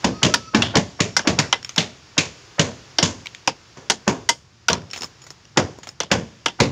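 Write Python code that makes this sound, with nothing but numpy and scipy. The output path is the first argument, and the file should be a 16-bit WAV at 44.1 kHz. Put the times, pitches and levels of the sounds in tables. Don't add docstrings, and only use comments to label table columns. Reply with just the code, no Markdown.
import sys
import numpy as np
from scipy import signal
from scipy.io import wavfile
from scipy.ndimage import uniform_filter1d, minimum_filter1d

SR = 44100
rng = np.random.default_rng(int(sys.argv[2]) if len(sys.argv) > 2 else 0)


def store_pcm(level_fs):
    pcm = np.round(np.clip(level_fs, -1, 1) * 32767).astype(np.int16)
    wavfile.write(sys.argv[1], SR, np.atleast_2d(pcm).T)


N = 296117

# start_s, level_db, bass_db, middle_db, treble_db, length_factor, ring_db, flake_hz
TAPS = [(0.3393, 3, -3, -4.5, 6, 0.78, -8, 1386), (0.621, -5.5, -13, 1.5, -4, 2.54, -2, 2750),
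        (1.1661, 0, 2.5, -2.5, 5.5, 0.85, -1, 1480), (1.193, -10.5, 3, -4, -9, 1.1, -3.5, 1560),
        (1.527, 5, -8.5, -4.5, -10, 0.93, -8.5, 2063), (2.985, -5, 9.5, -1, 3.5, 1.35, -8, 3620),
        (3.475, -6.5, 14.5, -2, 4.5, 0.96, -4, 1020), (3.8991, 0, 3.5, -4.3, 10.5, 1.06, -7, 2010),
        (4.2898, 3, 1, -3.5, 11.5, 0.77, -0.5, 1970), (4.684, -9, 11, 4.5, 11, 1.3, 6, 1473),
        (4.731, -10.5, -10, -7, -0.5, 1.1, 0, 4130), (6.003, -10, 11, -1.5, 4, 1.22, -4, 880),
        (6.034, -28.5, -5, -3, 3, 0.42, 3.5, 1040), (6.4593, -5.5, 7.5, 2.5, 3.5, 0.99, -1.5, 1413),
        (6.483, -21.5, 8, -6, -15, 0.54, 4.5, 2740)]
# frequency_hz, density_db
TAP_SPECTRUM = [(35, -12), (60, -20), (497, -3.5), (938, 1), (1570, -4.5), (1850, 46), (2040, -14),
                (2290, -7), (3040, 4), (4630, -11), (5340, 2.5), (8140, -26), (15000, -48.5),
                (16500, -31.5)]
# frequency_hz, t60_s
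TAP_DECAY = [(100, 0.27), (400, 0.15), (1100, 0.097), (3000, 0.12), (7000, 0.11), (14000, 0.034)]
# pitch_hz, level_db, t60_s
SEAM_MODES = [(937, -1.5, 0.082), (1390, 9.5, 0.011), (2038, -8, 0.091), (3040, -6, 0.021),
              (3650, 9, 0.0048), (5850, 16.5, 0.0053)]
# pitch_ratio, level_db, t60_s
SHORT_MODES = [(1.002, 13, 0.022), (1.43, -12, 0.0099)]


def chisel_taps(bands):
    hits, seam, flakes = [], [], []
    for start_s, level_db, bass_db, middle_db, treble_db, length, ring_db, flake_hz in TAPS:
        tail_db = -4
        hits.append((start_s, level_db - 11, bass_db, middle_db, treble_db, tail_db, length))
        mode_db = level_db + ring_db - 11.5
        seam.append((start_s, mode_db, 1))
        flakes.append((start_s, mode_db, flake_hz))
    cracks = impacts(bands, hits, TAP_SPECTRUM, TAP_DECAY, crack_s=0.0071, contact_s=0.00055,
                     rise_cycles=0.35, uneven_db=2.67, crunch_db=2.5,
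                     echo_db=-35.5, echo_t60_s=0.3, duration_s=0.35)
    return (cracks + ring(seam, SEAM_MODES, spread_db=3.5, detune=0.015)
            + ring(flakes, SHORT_MODES, spread_db=3, detune=0.0056))


# start_s, level_db, bass_db, tail_db, ring_db, clink_hz
TICKS = [(1.6283, -23, -7, -22, -6, 5630), (1.647, -14, -11, -18, -2, 5430),
         (1.6927, -17.5, -5, -10, -7, 6200), (1.7423, -37, -6, -21, 8, 5600),
         (1.7612, -12, -10, -13, 0, 5500), (3.2583, -17.5, 0, -15, -20, 2370),
         (3.269, -17.5, -18, -27, -23, 3220), (3.348, -25, -21, -17.5, -14, 3140),
         (4.8189, -35, 3, -15, -6, 1620), (4.9023, -33, -6, -12, -4, 5270), (4.9115, -21, -6, -24, 1, 5440),
         (4.933, -14, -4.5, -7, -9, 5360), (4.9607, -20.5, 2, -6, -1, 5350), (4.976, -17, 7, -20, 3, 5430),
         (4.9885, -27, 14, -8, -2, 5310), (5.0086, -18, 13, -11, 4, 5260), (5.0198, -14, 4, -7, -5, 5180),
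         (5.0329, -14.5, 5, -9, -16, 5230), (5.043, -15, 19, -12, -8, 5200), (5.218, -39, -3, -2, 9, 6720),
         (5.24, -34.5, 22, -3.5, 1, 5370), (5.266, -31, 7, -0.5, -13, 1910),
         (5.3043, -26, 14, -1, -9, 5200), (5.4527, -36.5, -15, -17, -15, 5950),
         (5.7865, -24.5, 29, -6, -11, 970), (5.832, -34.5, 1, 2.5, 7, 6600),
         (5.871, -20.5, 8, -3.5, -20, 1330), (5.89, -22, 7, -16, -6, 5150)]
# frequency_hz, density_db
TICK_SPECTRUM = [(180, -4.5), (300, -2.5), (1290, -0.5), (1740, -6.5), (2100, -5.5), (4610, -12),
                 (5360, -7), (7010, -7.5), (8430, -37.5), (14900, -32.5), (16500, -35)]
# frequency_hz, t60_s
TICK_DECAY = [(500, 0.048), (5000, 0.1), (12000, 0.13)]
# pitch_hz, level_db, t60_s
STEEL_MODES = [(5270, -6, .06), (6850, -4, .08), (8590, -24, .14), (10450, -33, .14), (12600, -40, .1),
               (14200, -34, .1)]


def steel_ticks(bands, lifted_s=5.15):
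    hits, steel, clinks = [], [], []
    for start_s, level_db, bass_db, tail_db, ring_db, clink_hz in TICKS:
        middle_db, treble_db = 6.5 - 0.64 * bass_db, 4.5
        length = 1.219 - 0.0371 * bass_db
        hits.append((start_s, level_db - 11.5, bass_db, middle_db, treble_db, tail_db, length))
        hold_db = -8 if start_s > lifted_s else -18.5
        steel.append((start_s, level_db + ring_db + hold_db, 1))
        clinks.append((start_s, level_db - 19, clink_hz))
    clicks = impacts(bands, hits, TICK_SPECTRUM, TICK_DECAY, crack_s=0.0019, contact_s=0.00032,
                     rise_cycles=0.6, uneven_db=1.6, crunch_db=-1,
                     echo_db=-40, echo_t60_s=0.3, duration_s=0.15)
    return (clicks + ring(steel, STEEL_MODES, spread_db=3, detune=0.006)
            + ring(clinks, SHORT_MODES, spread_db=2.5, detune=0.02))


# start_s, level_db, bass_db, bright_db, length_factor, knock_db, plank_hz, lead_s
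BLOWS = [(0.043, -3, 4.7, -2, 0.95, -4, 209.6, 0.016), (0.23, -9, 3.5, 9, 0.77, 8.5, 157, 0.013),
         (0.248, -16.5, 1, 8.5, 0.45, 19.5, 170.8, 0.0061), (0.263, -16.5, 8.5, -1, 1.2, 13, 164, 0.0079),
         (0.546, -1, 2.5, -4, 1.42, 2, 217, 0.012), (0.754, -2.5, 1, 0, 0.42, -1.5, 306, 0.017),
         (0.768, -5.5, 0, -1, 0.86, 8, 162.5, 0.031), (1.003, -7.5, 0.5, 4.5, 1.08, 6.5, 164.5, .014),
         (1.272, -5.5, 7.2, 1.5, 1.17, 2.3, 311.4, 0.031), (1.388, -1, -15, 0.5, 1.03, -0.5, 159, 0.0076),
         (1.779, -5.5, -7.5, 5.5, 1.09, 2, 165.7, 0.012), (2.179, -6.5, -3.5, 6, 1.13, 5, 161.7, 0.013),
         (2.594, -7.5, 3.5, 5, 1.26, 11, 158.3, 0.014), (3.027, -14.5, 9.5, 11.5, 1.26, 14, 164, 0.0077),
         (3.771, -20.5, -14.5, -13, 2.4, 0.5, 137, 0.0058), (4.077, 0, -2.5, -4.5, 1.01, -4, 203, 0.011),
         (4.698, -9, 3.5, -4.5, 1.08, -5.5, 264, .015), (5.572, 4.5, -2.5, -5, 0.83, -8.5, 210.7, 0.012),
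         (6.114, -2, 3.5, 0.9, 1.017, 0, 204.6, .012), (6.601, -0.5, 2.8, -0.5, 1.03, -1, 211, .014)]
# frequency_hz, density_db
BLOW_SPECTRUM = [(24, -40), (40, -29), (81, -3), (258, 2), (324, -4.5), (438, -1), (865, -8.5), (1030, -5),
                 (1260, -11.5), (1710, -8), (5720, -8.5), (6820, -10), (8560, -40.5), (14900, -44.5),
                 (16500, -77)]
# frequency_hz, t60_s
BLOW_DECAY = [(60, 0.57), (160, 0.34), (420, 0.3), (1100, 0.23), (3000, 0.16), (7000, 0.17), (14000, 0.11)]
# pitch_ratio, level_db, t60_s
PLANK_MODES = [(.63, -13.5, 0.27), (1.002, 6, 0.066), (1.401, -3.5, 0.056), (1.848, -5.5, 0.08),
               (2.7, -14.5, 0.14), (3.601, -17, 0.26)]


def plank_blows(bands):
    hits, knocks = [], []
    for start_s, level_db, bass_db, bright_db, length, knock_db, plank_hz, _ in BLOWS:
        treble_db, tail_db = 0.99 * bright_db - 3, -3
        hits.append((start_s, level_db - 8, bass_db, bright_db, treble_db, tail_db, length))
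        knocks.append((start_s, level_db + knock_db - 9.5, plank_hz))
    booms = impacts(bands, hits, BLOW_SPECTRUM, BLOW_DECAY, crack_s=0.0059, contact_s=0.0013,
                    rise_cycles=0.17, uneven_db=2.5, crunch_db=2,
                    echo_db=-31.5, echo_t60_s=0.86, duration_s=0.55)
    return booms + ring(knocks, PLANK_MODES, spread_db=2, detune=0.012)


def hull_murmur(bands, low_hz=460, high_hz=1060):
    humps = np.exp(-np.log2(BAND_HZ / low_hz) ** 2) + np.exp(-np.log2(BAND_HZ / high_hz) ** 2)
    murmur = humps @ bands
    t, swell = np.arange(N) / SR, np.zeros(N)
    for start_s, level_db, *_, knock_db, _, lead_s in BLOWS:
        corners_s = start_s + lead_s * np.array([-1, -0.5, 0, 0.5])
        swell += amp(level_db + knock_db - 25.5) * np.interp(t, corners_s, [0, 0.65, 0.92, 0])
    return swell * murmur / murmur.std()


# time_s, pitch_hz, level_db
CROW = [(0.091, 604, -70), (0.141, 622, -43.5), (0.299, 646, -40), (.42, 656, -45.5), (.49, 651, -39),
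        (0.534, 630, -48), (0.561, 590, -62)]
CROW_PARTIALS = {2: 0, 4: -17, 7: -10, 8: -12, 9: -10}


def rooster(swell_db_per_hz=1):
    time_s, pitch_hz, level_db = np.transpose(CROW)
    t = np.arange(N) / SR
    waver_hz = 87 * uniform_filter1d(rng.standard_normal(N), size=800)
    phase = 2 * np.pi * np.cumsum(np.interp(t, time_s, pitch_hz) + waver_hz) / SR
    voice = sum(amp(db) * np.sin(harmonic * phase) for harmonic, db in CROW_PARTIALS.items())
    return amp(np.interp(t, time_s, level_db, right=-200) + waver_hz * swell_db_per_hz) * voice


def whine(pitch_hz=5500, level_db=-50, start_s=0.94, end_s=1.62, fade_s=0.042):
    resonance = signal.butter(2, [pitch_hz - 40, pitch_hz + 40], "band", fs=SR, output="sos")
    tone = signal.sosfilt(resonance, rng.standard_normal(N))
    fade = np.interp(np.arange(N) / SR, [start_s, start_s + fade_s, end_s - fade_s, end_s], [0, 1, 1, 0])
    return amp(level_db) * fade ** 2 * tone / tone.std()


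# time_s, level_db
HISS_LEVELS = [(0.0, -39.5), (0.75, -54), (1.08, -46), (1.4, -50), (2.7, -43), (3.61, -47), (4.22, -46),
               (4.37, -54), (4.73, -51.5), (4.97, -46.5), (5.42, -50), (5.94, -52), (6.71, -48)]
# frequency_hz, density_db
YARD_SPECTRUM = [(15, -52), (25, 2), (74, 7.5), (124, 11.5), (288, -8), (339, 0.5), (378, -4), (600, -10.5),
                 (1060, -7.5), (4480, -13), (5870, -5), (8820, -46.5), (11300, -32.5), (15200, -70),
                 (16500, -27)]


def surf_and_yard(bands, rumble_db=-51):
    time_s, level_db = np.transpose(HISS_LEVELS)
    gains = band_gains(YARD_SPECTRUM)
    low = BAND_HZ < 300
    hiss = gains[~low] @ bands[~low, ::-1]
    rumble = gains[low] @ bands[low, ::-1]
    return amp(np.interp(np.arange(N) / SR, time_s, level_db)) * hiss + amp(rumble_db) * rumble


EDGES_HZ = 28 * 2 ** np.arange(0, 9.4, 1 / 3)
BAND_HZ = np.sqrt(EDGES_HZ[1:] * EDGES_HZ[:-1])


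def noise_bands():
    settle = 8000
    white = rng.standard_normal((2, N + settle))
    filters = [signal.butter(3, edges, "band", fs=SR, output="sos")
               for edges in zip(EDGES_HZ, EDGES_HZ[1:])]
    return np.array([signal.sosfilt(sos, white[k % 2])[settle:] for k, sos in enumerate(filters)])


def impacts(bands, hits, spectrum, decay, crack_s, contact_s, rise_cycles, uneven_db, crunch_db,
            echo_db, echo_t60_s, duration_s):
    out, t = np.zeros(N), np.arange(int(duration_s * SR)) / SR
    hz = BAND_HZ[:, None]
    bass = 1 / (1 + (hz / 725) ** 2)
    middle = np.exp(-np.log2(hz / 2800) ** 2 / 0.87)
    treble = 1 / (1 + (4070 / hz) ** 4)
    rise = 1 - np.exp(-t / (contact_s + rise_cycles / hz))
    echo = amp(echo_db + 3.7 * treble - 60 * t / echo_t60_s)
    scatter_db = uneven_db * rng.standard_normal((len(hits), len(hz), 1))
    lumps = smooth(rng.standard_normal(N + len(t)), 130)
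    lumps = amp(crunch_db * lumps / lumps.std())
    for hit, own_db in zip(hits, scatter_db):
        start_s, level_db, bass_db, middle_db, treble_db, tail_db, length = hit
        span = slice(int(start_s * SR), int(start_s * SR) + len(t))
        tone_db = bass_db * bass + middle_db * middle + treble_db * treble + own_db
        crack = (1 - bass) * np.exp(-(t / crack_s) ** 2)
        tail = amp(tail_db * (1.5 - bass) - 60 * t / (length * at_hz(decay, hz)))
        tail *= bass + (1 - bass) * lumps[span]
        envelope = amp(level_db + tone_db) * rise * (crack + tail + echo)
        out[span] += band_gains(spectrum) @ (envelope[:, :N - span.start] * bands[:, span])
    return out


def ring(strikes, modes, spread_db, detune):
    mode_pitch, mode_db, t60_s = np.array(modes).T[:, :, None]
    out, t = np.zeros(N), np.arange(int(1.2 * t60_s.max() * SR)) / SR
    for start_s, level_db, pitch_scale in strikes:
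        strength, sign, offset = rng.standard_normal((3, len(modes), 1))
        pitch_hz = mode_pitch * pitch_scale * (1 + detune * offset)
        swell = 1 - np.exp(-t * pitch_hz / 1.5)
        envelope = swell * amp(level_db + mode_db + spread_db * strength - 60 * t / t60_s)
        sines = envelope * np.sign(sign) * np.sin(2 * np.pi * pitch_hz * t)
        start = int(start_s * SR)
        out[start:start + len(t)] += sines.sum(axis=0)[:N - start]
    return out


def band_gains(spectrum):
    gains = amp(at_hz(spectrum, BAND_HZ))
    return gains / np.sqrt(np.sum(gains ** 2 * np.diff(EDGES_HZ)) / (SR / 2))


def at_hz(curve, hz):
    frequency_hz, values = np.transpose(curve)
    return np.interp(np.log(hz), np.log(frequency_hz), values)


def smooth(x, samples):
    return uniform_filter1d(uniform_filter1d(x, samples), samples)


def amp(db):
    return 10 ** (db / 20)


def scene():
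    bands = noise_bands()
    near = chisel_taps(bands) + steel_ticks(bands)
    farther = plank_blows(bands) + hull_murmur(bands)
    background = rooster() + whine() + surf_and_yard(bands)
    return (near + farther + background)[None]


def record(dry, low_cut_hz=70, ceiling=0.82, stopband_hz=16600):
    thin = signal.sosfilt(signal.butter(2, low_cut_hz, "high", fs=SR, output="sos"), dry)
    allowed_gain = np.minimum(1, ceiling / (np.abs(thin) + 1e-9))
    gain = smooth(minimum_filter1d(allowed_gain, size=61), 30)
    return signal.sosfilt(signal.cheby2(16, 80, stopband_hz, fs=SR, output="sos"), thin * gain)


dry = scene()
out = record(dry)
store_pcm(out)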